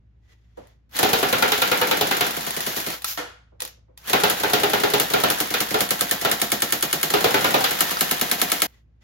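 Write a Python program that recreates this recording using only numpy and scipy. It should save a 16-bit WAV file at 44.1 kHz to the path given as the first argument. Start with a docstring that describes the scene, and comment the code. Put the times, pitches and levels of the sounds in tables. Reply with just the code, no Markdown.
"""An electric airsoft rifle fires two long automatic bursts, ten shots a second, in a small bedroom. Each cycle
is a nozzle tick, the impact of the piston (coloured noise and damped partials) and a muzzle pop. Gear teeth
grind and whine throughout; in the second burst the slams that hit no box snap harder. A fed pellet cushions the
slam and smacks a resonant cardboard box 35 to 40 ms later. Small clicks fill the pause, over a low hum, still
air and rustling cloth."""
import sys
import numpy as np
from scipy import signal
from scipy.fft import rfft, irfft, next_fast_len
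from scipy.io import wavfile
from scipy.ndimage import uniform_filter1d, map_coordinates

SR = 44100
rng = np.random.default_rng(int(sys.argv[2]) if len(sys.argv) > 2 else 0)


def dump_mix(stems):
    """Bounce the given channels to the path in sys.argv[1] as a 16-bit WAV at rate SR."""
    frames = np.atleast_2d(stems).T  # one column per channel
    limited = np.clip(frames, -1, 1)  # hard clip at full scale
    pcm = np.round(limited * 32767).astype(np.int16)
    wavfile.write(sys.argv[1], SR, pcm)


N = 398223
NOW = np.arange(N) / SR  # time in the scene, s
AGE = np.arange(SR // 2) / SR  # time since a sound began, s

# Spectra hold relative density; the levels of single events are relative gains.
# trigger pulls: motor_start_s, full_speed_s, release_s, pellet_flight_s
BURSTS = [(0.893, 0.958, 2.941, .040), (3.972, 4.09, 8.7, .035)]
# slams not followed by a box hit: start_s, snap_db, low_note_hz, high_note_hz
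UNANSWERED_SLAMS = [(2.266, -23.5, 1390, 3400), (2.3663, -25, 1390, 3320), (2.466, -25, 1200, 3160),
                    (2.565, -23.5, 1170, 3400), (2.6646, -19.5, 1150, 3440), (2.7627, -24, 1180, 3220),
                    (2.8635, -24.5, 1185, 3000), (4.2985, -11, 1354, 3030), (4.9986, -9, 1310, 2880),
                    (5.301, -10.5, 1250, 3460), (5.4022, -12, 1320, 2950), (5.6039, -11.5, 1340, 2880),
                    (5.8061, -10, 1240, 3300), (5.9068, -10, 1340, 2900), (6.009, -10.5, 1290, 3450),
                    (6.111, -10.5, 1780, 3100), (6.314, -10.5, 1280, 2860), (6.4159, -10.5, 2240, 3830),
                    (6.518, -10.5, 2200, 3450), (6.6205, -10.5, 1810, 3460), (6.7232, -10, 1800, 3410),
                    (6.8253, -10.5, 1780, 3430), (6.9282, -10.5, 2160, 2900), (7.03, -10.5, 2150, 2900),
                    (7.7087, -18, 1560, 3300), (7.8067, -6.5, 1310, 4000), (7.909, -18, 1180, 4000),
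                    (8.0085, -7.5, 1330, 4230), (8.1108, -10, 1310, 4430), (8.2122, -11, 1330, 2850),
                    (8.3136, -9.5, 1530, 3290), (8.4156, -8.5, 1334, 3220), (8.5176, -9.5, 1310, 3460),
                    (8.6189, -7.5, 1330, 3210)]
# a slam cushioned by the air behind a pellet: snap_db, low_note_hz, high_note_hz
FED_SLAM = (-22.5, 2000, 5200)


def shots():
    """Causality of flight: a cushioned slam precedes each landing; the slams without a landing join them in
    time order."""
    fed = []
    for start, _, release, flight in BURSTS:
        for hit in HITS:
            if start < hit[0] < release:
                fed.append((hit[0] - flight, *FED_SLAM))
    return sorted(fed + [tuple(slam) for slam in UNANSWERED_SLAMS])


POP_HZ, POP_WIDTH_S, POP_DELAY_S = 440, .0013, .0092
RIFLE_LAG_S = -0.00056  # the rifle is held to the left


def pop():
    """Pressure pulse: one short swing of air at the muzzle reaches the two microphones in turn."""
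    t = AGE[:SR // 20] - POP_DELAY_S - np.array([[.5], [-.5]]) * RIFLE_LAG_S
    return np.sin(2 * np.pi * POP_HZ * t) * np.exp(-(t / POP_WIDTH_S) ** 2)


# sharp contact of hard parts: frequency_hz, density_db
SNAP = [(200, -51), (1000, -14.5), (2000, -7.5), (4000, 1.5), (6000, -9), (9000, 9.5), (11000, 1.5),
        (13500, -17.5), (16000, -15)]
# bright edge of a slam: frequency_hz, density_db
SPIT = [(5000, -35.5), (8000, -11), (10500, -2.5), (13500, 4.5), (16000, -0.5)]
# rifle body: frequency_hz, density_db
BODY = [(60, -32.5), (100, -9.5), (150, 5.5), (200, -13), (300, 1), (700, 6), (1100, 0.5), (1600, -5),
        (2600, -5.5), (3500, -3), (6000, -3), (9500, 0), (13000, -4), (16000, -12.5)]
# resonances of the rifle's shell: centre_hz, width_hz, level_db
SHELL = [(204, 40, 6.5), (303, 32, 4.5), (384, 3.1, 1.5), (488, 12, 11.5), (709, 4.5, 7.5), (790, 9.9, -21),
         (1330, 30, 0.5), (1540, 130, -7), (1795, 410, 1.5), (2164, 11, 10.5), (2470, 40, 1.5),
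         (2914, 270, -4), (3340, 170, -4.5), (4370, 110, -9.5)]
# the room's answer to the pop: frequency_hz, density_db
POP_ROOM = [(60, -31), (110, -8), (160, 4.5), (220, -0.5), (320, 2), (520, -4), (720, 2), (950, -12.5),
            (1500, -29)]
# partials of the gearbox shell: pitch_hz, level_db, t60_s
CLACK = [(1330, -5, 0.027), (1600, -1, 0.038), (1800, -4, .025), (2214, -2.5, 0.031), (2884, -3, 0.02),
         (3460, -5, 0.02), (4340, -6.5, .02)]
# metal that rings on: pitch_hz, level_db, t60_s
SPRING = [(1400, 0, .5), (1425, -2, .5), (1880, -8, .4)]
# near surfaces returning the bright edge: delay_s, level_db
ECHOES = [(.004, -8), (.0102, -10.5), (.035, -10)]
NOZZLE_LEAD_S = .0175  # the nozzle ticks this long before each slam
SHELL_THIN_HZ = 900  # the shell radiates little below this
CLACK_DB, POP_DB = -13.5, -13.5


def piston():
    """Impact excitation: nozzle and piston strike, shell and spring answer as resonators, the muzzle pops."""
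    out = np.zeros((2, N))

    def shell_gain(hz):
        radiation = hz ** 2 / np.hypot(hz ** 2, SHELL_THIN_HZ ** 2)
        return resonant(SHELL, 1.3, hz) * radiation

    def shell_ring():
        body = noise(BODY, len(AGE), width_db=0.0, boost=shell_gain, lag=RIFLE_LAG_S)
        return blow(ring(body, life=0.42, build_cycles=4.0))

    def scattered_clack():
        return chime([(hz, db + rng.normal(0, 2), t60) for hz, db, t60 in CLACK])

    # patterns that successive slams pass through slowly
    shells = [shell_ring() for _ in range(16)]
    booms = [blow(ring(noise(POP_ROOM, len(AGE), width_db=-3), life=0.48, build_cycles=1.3)) for _ in range(24)]
    sizzles = [blow(ring(noise(SPIT, len(AGE)), life=0.82, build_cycles=1.5)) for _ in range(12)]
    snaps = [crack(SNAP, t60=0.012, rise=0.00067) for _ in range(20)]
    clacks = [scattered_clack() for _ in range(30)]
    spring, muzzle = chime(SPRING), pop()
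    swell = 1 - np.exp(-AGE / 0.0012)  # the shell's notes take a moment to build

    for s, snap_db, low_hz, high_hz in shots():
        air_db = .3 * snap_db + rng.standard_normal()
        clack = amp(.8 * snap_db + CLACK_DB) * drifting(clacks, s)
        notes = swell * chime([(low_hz, 0, .05), (high_hz, -1, .04)])
        spit = amp(snap_db - 6.0) * crack(SPIT, t60=0.0099, rise=.0003)
        add(out, s, amp(snap_db + 7.0) * drifting(snaps, s))
        add(out, s, spit)
        for delay, db in ECHOES:
            add(out, s + delay, amp(db) * spit)
        add(out, s, swell * clack + amp(.6 * snap_db - 17) * notes)
        add(out, s, amp(0.55 * snap_db - 17.0) * drifting(shells, s))
        add(out, s, amp(snap_db - 20.0) * drifting(sizzles, s))
        add(out, s, amp(air_db + POP_DB) * muzzle)
        add(out, s + POP_DELAY_S, amp(air_db - 28.0) * drifting(booms, s))
        add(out, s, amp(0.5 * snap_db - 46.5) * spring)
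        add(out, s - NOZZLE_LEAD_S, amp(0.64 * snap_db - 13.0) * crack(SNAP, t60=0.026))
        add(out, s - NOZZLE_LEAD_S, amp(-15.5) * clack)
    return out


# grinding gears: frequency_hz, density_db
GEARS = [(60, -33.5), (150, -9.5), (350, -6.5), (800, 2.5), (1800, -4), (2600, -3), (4000, -2),
         (6500, -4.5), (11000, -4.5), (16000, -8.5)]
# gear noise before load and run-down: time_s, level_db
GEAR_LEVEL = [(1.0, -29.5), (1.9, -30.5), (2.4, -31), (2.9, -30.5), (4.1, -29.5), (5.3, -31), (5.9, -31.5),
              (7.0, -31.5), (7.3, -27.5), (7.9, -28), (8.1, -29.5), (8.6, -31.5)]
COAST_S, CRAWL_DB, CRAWL_SPEED = .2, -35.5, .17  # run-down time; relative level and speed of barely turning gears
STRAIN_DB = 8.5  # most that acceleration adds to the pinion's whine


def gearbox():
    """Gear meshing: teeth grind and whine at a rate that sags as the spring is wound and recovers on release."""
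    slams = np.array(shots())[:, 0]
    wound = np.interp(NOW, slams, np.arange(len(slams))) % 1
    load = uniform_filter1d(wound, SR // 100)
    drive = np.zeros(N)
    for start, full, release, _ in BURSTS:
        drive = drive + np.interp(NOW, [start, full, release, release + COAST_S], [0, 1, 1, 0])
    run_up = CRAWL_SPEED + (1 - CRAWL_SPEED) * np.sin(np.pi / 2 * drive) ** 2
    speed = run_up * (1 - 0.2 * load + 0.025 * wobble(400) + .03 * wobble(11))
    teeth = 2 * np.pi * np.cumsum(2150 * speed) / SR  # phase; 2150 teeth a second at unit speed

    unsteady_db = 1.1 * wobble(40)
    pinion_db = 2.0 * np.sin(teeth / 9)  # nine teeth to a turn of the pinion
    chatter = amp(1.2 * wobble(350) + unsteady_db + pinion_db)
    grind = unit(chatter * noise(GEARS, N, boost=lambda hz: resonant(SHELL, 1.0, hz)))

    # the pinion sings louder while it accelerates
    strain_db = np.clip(np.gradient(run_up) * SR, 0, STRAIN_DB)
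    backlash = .8 * drive * wobble(700)
    mesh = amp(-12.5) * np.sin(teeth + backlash)
    octave = amp(-12.5) * np.sin(2 * teeth + backlash)
    whine = amp(strain_db) * (mesh + octave)
    gear_db = np.interp(NOW, *np.transpose(GEAR_LEVEL)) + CRAWL_DB * (1 - drive ** 1.3) + 0.5 * load
    return (drive > 0) * amp(gear_db) * (grind + drive * whine)


# pellets landing: start_s, boom_db, slap_db, crack_db, first_hz, first_db, second_hz, second_db,
# third_hz, fourth_hz
HITS = [(1.029, -16, -22.5, -18.5, 414, -26, 743, -33, 1506, 2590),
        (1.131, -18.5, -23, -19, 462, -26, 746, -29, 1520, 2396),
        (1.2279, -20, -22, -24.5, 407, -28.5, 694, -31.5, 1160, 2970),
        (1.3264, -20.6, -20.5, -22, 506, -27.5, 700, -36, 1055, 3456),
        (1.4231, -21, -18, -20, 508, -25.5, 893, -30.5, 1402, 2460),
        (1.519, -26, -21.5, -19, 423, -30.5, 824, -35.5, 1384, 2891),
        (1.618, -23, -20, -19.5, 499, -33.5, 888, -35, 1386, 2480),
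        (1.715, -21, -19, -22, 505, -27.5, 896, -31.5, 1400, 2492),
        (1.8138, -22, -20, -23.5, 497, -25.5, 904, -29.5, 1290, 2910),
        (1.9114, -23.5, -21.5, -21, 511, -25.5, 890, -30.5, 1276, 2510),
        (2.01, -20.5, -27, -20, 423, -29, 713, -31, 1300, 1920),
        (2.1102, -24.5, -21, -22, 390, -38.5, 770, -33.5, 1523, 2020),
        (2.2077, -23.5, -21.5, -20, 406, -39.5, 714, -31, 1518, 2223),
        (4.1311, -16.5, -19, -19.5, 404, -29, 754, -28, 1055, 2490),
        (4.235, -18, -20.5, -18.5, 409, -26, 867, -29, 1400, 3391),
        (4.4337, -21, -22, -25, 401, -31.5, 874, -29.5, 1535, 2498),
        (4.533, -19.5, -22, -17.5, 419, -28, 718, -28, 1370, 1911),
        (4.633, -19.5, -22, -21.5, 410, -24.5, 797, -34, 1260, 2840),
        (4.7329, -20, -21.5, -22, 420, -27.5, 840, -39, 1480, 3009),
        (4.8343, -20, -22, -22.5, 411, -23, 775, -42, 1421, 3330),
        (4.9357, -19, -23.5, -19.5, 417, -24.5, 860, -35, 1230, 2961),
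        (5.1358, -19, -21.5, -21.5, 418, -23, 730, -41, 1388, 3300),
        (5.2357, -17.5, -21.5, -20, 553, -38, 861, -32.5, 1330, 2940),
        (5.539, -27.5, -23, -22.5, 487, -37, 775, -45, 1330, 2449),
        (5.7414, -19.5, -24.5, -24, 430, -27, 802, -31, 1233, 2060),
        (6.248, -20.5, -21.5, -22, 504, -35, 671, -27.5, 1355, 1938),
        (7.137, -18, -22, -20.5, 411, -22.5, 713, -32, 1260, 2850),
        (7.242, -17, -21.7, -19.5, 463.5, -22.5, 732, -31, 1254, 2455),
        (7.3417, -18, -19, -21.5, 393, -35.5, 870, -27.5, 1510, 2510),
        (7.4432, -20, -20, -22, 508, -35.5, 995, -34, 1222, 2100),
        (7.5412, -15.5, -21.5, -21, 495, -27, 692, -28, 1223, 2498),
        (7.641, -25.5, -23, -19, 490, -38.5, 770, -40, 1240, 3480)]
# boom of the box: frequency_hz, density_db
CARDBOARD = [(50, -22.5), (120, -6.5), (250, -3), (350, -3.5), (420, 2), (600, -0.5), (800, -1.5),
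             (1100, -8), (2000, -41)]
# the struck face: frequency_hz, density_db
SLAP = [(500, -35.5), (1100, -3.5), (1400, -0.5), (1800, 0), (2400, -2.5), (3200, -9), (6000, -33)]
# paper bursting: frequency_hz, density_db
TEAR = [(1200, -30.5), (2700, -3), (3700, -1), (5500, -10), (8000, -14.5), (10000, -28.5), (12000, -13),
        (16000, -12)]
# direct crack of a contact: frequency_hz, density_db
CRACK = [(300, -27), (900, 9.5), (2000, -20), (3600, 6.5), (6000, -5.5), (11000, 0.5), (16000, -13.5)]
# resonances of the box: centre_hz, width_hz, level_db
PANELS = [(214, 6.2, -17), (302.7, 24, 1.5), (400, 23, -10), (499, 6.1, -12), (528, 24, -9), (742, 19, 1),
          (773, 20, 3), (842, 11, 5), (980, 7.4, 7), (1392, 140, 3.5), (2440, 21, -6), (2915, 30, 3)]
BOX_LAG_S = 0.00044  # the box stands to the right: the left microphone hears it later


def target():
    """Modal response: pellets crack through cardboard and bounce; each spot's own notes boom into the room."""
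    out = np.zeros((2, N))
    box = lambda hz: resonant(PANELS, 0.88, hz)
    swell = 1 - np.exp(-AGE / 0.0034)
    near = 1 + 0.4 * np.exp(-AGE / 0.071)  # the panels themselves, before the room takes over
    for (s, boom_db, slap_db, crack_db, first_hz, first_db, second_hz, second_db,
         third_hz, fourth_hz) in HITS:
        boom_source = noise(CARDBOARD, len(AGE), width_db=-4.5, boost=box, lag=BOX_LAG_S)
        boom = near * ring(boom_source, life=1.0, build_cycles=1.1)
        slap_source = noise(SLAP, len(AGE), width_db=-2.0, boost=box, lag=BOX_LAG_S)
        slap = near * ring(slap_source, life=0.87, build_cycles=3.5)
        tear = near * ring(noise(TEAR, len(AGE)), life=0.85, build_cycles=1.5)
        notes = swell * chime([(first_hz, first_db, .19), (second_hz, second_db, .16)])
        face = swell * chime([(third_hz, 0, .11), (fourth_hz, -2, .09)])
        add(out, s, amp(boom_db - 2.5) * blow(boom) + amp(10.5) * notes)
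        add(out, s, amp(slap_db - 2.0) * blow(slap) + amp(slap_db - 8.5) * blow(face))
        add(out, s, amp(crack_db - 3.5) * blow(tear))
        add(out, s, amp(crack_db + 7.0) * crack(CRACK, t60=0.043))
        add(out, s, amp(crack_db + 9.5) * crack(SNAP, t60=0.013))
        # three bounces at random moments
        for after, size in rng.random((3, 2)):
            add(out, s + 0.032 * after, amp(crack_db + 2.5 - 12 * size) * crack(SNAP, t60=0.0077))
    return out


# sharp clicks of the mechanism: start_s, level_db
CLICKS = [(0.671, -44), (0.966, -12), (0.989, -5), (2.308, -14), (2.408, -15), (2.506, -10.5),
          (2.605, -9.5), (2.803, -16), (2.9028, -14.5), (3.02, -23), (3.044, -7), (3.6037, -14),
          (3.6198, -12), (3.6503, -18.5), (3.676, -24.5), (3.9754, -27.5), (4.074, -19), (4.098, -11.5),
          (7.103, -10), (8.96, -53)]
# small plastic parts: pitch_hz, level_db, t60_s
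TICK = [(1913, -0.5, 0.04), (2490, -4.5, 0.043), (4060, -5, 0.033), (4850, -18, 0.019)]
# short metallic rasps: start_s, level_db, hold_s
RASPS = [(2.66, -31, 0.038), (2.748, -29.5, 0.03), (3.049, -27.5, 0.064)]
# rasping metal: frequency_hz, density_db
RASP = [(200, -24.5), (1500, -10), (3000, -8.5), (6000, -5.5), (8500, -12), (13000, -5.5), (16000, -11.5)]
# soft hollow knocks: start_s, level_db
KNOCKS = [(.573, -36.5), (3.519, -53.5), (3.616, -38.5), (3.77, -61), (3.882, -54.5)]
# a soft knock: frequency_hz, density_db
HOLLOW = [(120, -19.5), (300, -12.5), (530, -8.5), (750, -14), (1200, -24.5), (2500, -45), (6000, -85)]
# the note of a soft knock: centre_hz, width_hz, level_db
HOLLOW_NOTE = [(505, 41, -3.5)]
# a metal part catches: start_s, level_db
PINGS = [(3.045, -1), (7.97, 4)]
# its ping: pitch_hz, level_db, t60_s
LATCH = [(1336, -21.5, 0.048), (1434, -30, 0.034), (4680, -28.5, 0.025), (5590, -38, 0.071)]
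# the rifle's shell clunks: start_s, level_db; the one at 0.991 s adds a low thump to the first slam
CLUNKS = [(0.5709, -52), (0.991, -20.5), (3.1738, -24.5)]
# loose metal shivering after a clunk: centre_hz, width_hz, level_db
RATTLE = [(1420, 210, 19), (1900, 150, -6), (3400, 220, -5)]
RASP_ATTACK_S, RASP_FALL_DB_PER_S = 0.03, 230
CLUNK_THIN_HZ, CLUNK_DULL_HZ = 300, 3730  # a clunk lies between these
RING_ON_S = 3.176  # just after the last clunk


def handling():
    """Contact and friction: parts click, knock, rasp, ping and clunk; after the first burst metal rings on."""
    rasp = np.zeros(N)
    for s, db, hold in RASPS:
        attack = np.clip((NOW - s) / RASP_ATTACK_S, 0, 1)
        rasp = rasp + attack * amp(db - RASP_FALL_DB_PER_S * np.maximum(NOW - s - hold, 0))
    out = rasp * unit(amp(1.4 * wobble(540)) * noise(RASP, N))

    for s, db in CLICKS:
        add(out, s, amp(db) * crack(SNAP, t60=0.013))
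        add(out, s, amp(db - 20.0) * chime(TICK))
        add(out, s, amp(db - 17.0) * crack(CRACK, t60=0.063))
        add(out, s, amp(db - 20.5) * ring(noise(RASP, len(AGE)), life=0.57, build_cycles=1.3))

    for s, db in KNOCKS:
        knock = noise(HOLLOW, len(AGE), boost=lambda hz: resonant(HOLLOW_NOTE, 1.9, hz))
        add(out, s, amp(db) * ring(knock, life=0.65, build_cycles=2.0))
    for s, db in PINGS:
        add(out, s, amp(db) * chime(LATCH))

    def dull(hz):
        thinning = np.hypot(1, (CLUNK_THIN_HZ / (hz + 1)) ** 2)
        return resonant(SHELL, 1.4, hz) / np.hypot(1, hz / CLUNK_DULL_HZ) / thinning

    for s, db in CLUNKS:
        add(out, s, amp(db) * ring(noise(BODY, len(AGE), boost=dull), life=0.83, build_cycles=1.5))
    shiver = noise(GEARS, len(AGE), boost=lambda hz: resonant(RATTLE, 2.5, hz))
    add(out, RING_ON_S, amp(-39) * ring(shiver, life=1.0, build_cycles=2.5))
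    add(out, RING_ON_S, amp(-42) * chime(SPRING))
    return out


# low appliance hum: pitch_hz, rms_level_db
HUM = [(58.6, -57.5), (111, -64.5)]
# still air: frequency_hz, density_db
AIR = [(20, -26.5), (45, -14), (65, -4.5), (85, -1), (120, -7.5), (160, -9.5), (300, -20.5), (1200, -36),
       (2000, -36.5), (7000, -53.5), (11000, -70), (16000, -84.5)]
# hands and clothes: centre_s, half_length_s, level_db
RUSTLES = [(.25, 0.022, -73), (0.317, 0.026, -59), (0.42, 0.16, -72.5), (0.664, 0.087, -62.5),
           (3.602, 0.0042, -47), (8.75, 0.059, -62.5), (9.03, 0.017, -60)]
# a hand sliding on the stock: centre_hz, width_hz, level_db
SCRAPE = [(1960, 130, -2), (3400, 300, -9)]
# cloth: frequency_hz, density_db
CLOTH = [(300, -2.0), (1200, -5), (2000, -3), (3000, -6), (6500, -10), (11000, -21), (16000, -30)]


def background():
    """Steady tones and broadband noise: appliance hum, still air and friction as the shooter moves."""
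    hum = sum(amp(db) * np.sqrt(2) * np.sin(2 * np.pi * hz * NOW) for hz, db in HUM)
    cloth = noise(CLOTH, N, boost=lambda hz: resonant(SCRAPE, 2.2, hz))
    moves = sum(amp(db) * np.exp(-((NOW - s) / half) ** 2) for s, half, db in RUSTLES)
    return hum + amp(-61.5) * noise(AIR, N) + moves * unit(amp(1.2 * wobble(67)) * cloth)


def amp(db):
    """Logarithmic level: decibels to gain."""
    return 10 ** (np.asarray(db) / 20)


def unit(x):
    """Power normalisation: scale to rms 1."""
    return x / np.sqrt(np.mean(x ** 2) + 1e-20)


BLOW_S = .035


def blow(sound):
    """Onset normalisation: scale a struck sound to rms 1 over its first moments."""
    return sound / np.sqrt(np.mean(sound[:, :round(BLOW_S * SR)] ** 2))


def along(points, hz):
    """Logarithmic frequency scale: read (frequency_hz, value) points along it."""
    f, v = np.transpose(points)
    return np.interp(np.log(hz + 1), np.log(f + 1), v)


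def resonant(modes, depth, hz):
    """Resonance: gain of narrow peaks over a broad response."""
    peaks = sum(amp(db) / (1 + (2 * (hz - centre) / width) ** 2) for centre, width, db in modes)
    return 1 + depth * peaks


# stereo width: frequency_hz, side_to_mid_db; near 9 kHz the sound lies almost wholly in the side
WIDTH = [(60, -6), (120, -14.5), (200, -8), (380, -1.5), (700, 3), (1300, -1), (2400, 0.5), (4400, -0.5),
         (7000, -1.5), (9000, 30.5), (11500, -8.5), (16000, -40)]


def noise(spectrum, size, width_db=0, boost=lambda hz: 1, lag=0):
    """Spectral shaping: stereo noise of rms 1 with the set stereo width; below the treble the left may lag."""
    m = next_fast_len(size)
    hz = np.fft.rfftfreq(m, 1 / SR)
    side_gain = amp(along(WIDTH, hz) + width_db * (hz < 6000))
    colour = amp(along(spectrum, hz)) * boost(hz) / np.hypot(1, side_gain)
    mid, side = rfft(rng.standard_normal((2, m))) * colour * [np.ones_like(hz), side_gain]
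    delay = np.exp(-2j * np.pi * hz * lag * (hz < 6000))
    return unit(irfft(np.array([(mid + side) * delay, mid - side]), m)[:, :size])


# decay of the room, scaled by each sound's life: frequency_hz, t60_s
ROOM = [(100, 0.36), (400, 0.39), (1200, 0.53), (3000, 0.53), (7000, 0.45), (15000, 0.23)]


def ring(source, life, build_cycles):
    """Reverberant decay: noise dies away in the room; low notes need some cycles to build up."""
    hz, t, z = signal.stft(source, SR, nperseg=128)
    hz = np.maximum(hz, 150)[:, None]
    decay = amp(-60 * t / (life * along(ROOM, hz)))
    build = 1 - np.exp(-(t * hz / build_cycles) ** 2)
    return signal.istft(z * decay * build, SR, nperseg=128)[1][:, :len(AGE)]


def crack(spectrum, t60, rise=0.0011):
    """Impulsive radiation: the direct sound of a hard contact."""
    t = AGE[:SR // 20]
    return noise(spectrum, len(t)) * amp(-60 * t / t60) * (1 - np.exp(-t / rise))


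def chime(modes):
    """Damped vibration: decaying partials, each reaching the two microphones in its own phase."""
    out = 0
    for hz, db, t60 in modes:
        phase = rng.uniform(0, np.pi, (2, 1))
        out = out + amp(db - 60 * AGE / t60) * np.sin(2 * np.pi * hz * AGE + phase)
    return out


def wobble(rate):
    """Random modulation: a smooth curve of rms 1 through rate knots a second."""
    knots = rng.standard_normal(int(N * rate / SR) + 4)
    return unit(map_coordinates(knots, [NOW * rate], order=2))


def drifting(patterns, s):
    """Equal-power crossfade: the pattern at time s changes slowly as the rifle is moved."""
    place = np.clip(s / NOW[-1], 0, 1 - 1e-9) * (len(patterns) - 1)
    k, turn = int(place), place % 1 * np.pi / 2
    return np.cos(turn) * patterns[k] + np.sin(turn) * patterns[k + 1]


def add(track, s, sound):
    """Superposition: mix a sound into the track at time s."""
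    start = max(round(s * SR), 0)
    part = track[:, start:start + sound.shape[1]]
    part += sound[:, :part.shape[1]]


BREAK_S = 8.664  # rifle, target and handling drop abruptly here


def scene():
    """Superposition: rifle, target and handling drop 30 dB together at the break; the background goes on."""
    live = np.interp(NOW, [BREAK_S - .003, BREAK_S + 0.0067], [1, amp(-30.0)])
    return live * (piston() + gearbox() + target() + handling()) + background()


TOP_HZ = 15950  # band limit


def record(dry):
    """Saturation and band limiting: the phone rounds off high peaks and cuts steeply above its band."""
    held = dry / (1 + np.abs(dry / .95) ** 4) ** (1 / 4)
    m = next_fast_len(N + SR // 2)
    edge = 1 / np.hypot(1, (np.fft.rfftfreq(m, 1 / SR) / TOP_HZ) ** 90)
    return irfft(rfft(held, m) * edge, m)[:, :N]


dry = scene()
out = record(dry)
dump_mix(out)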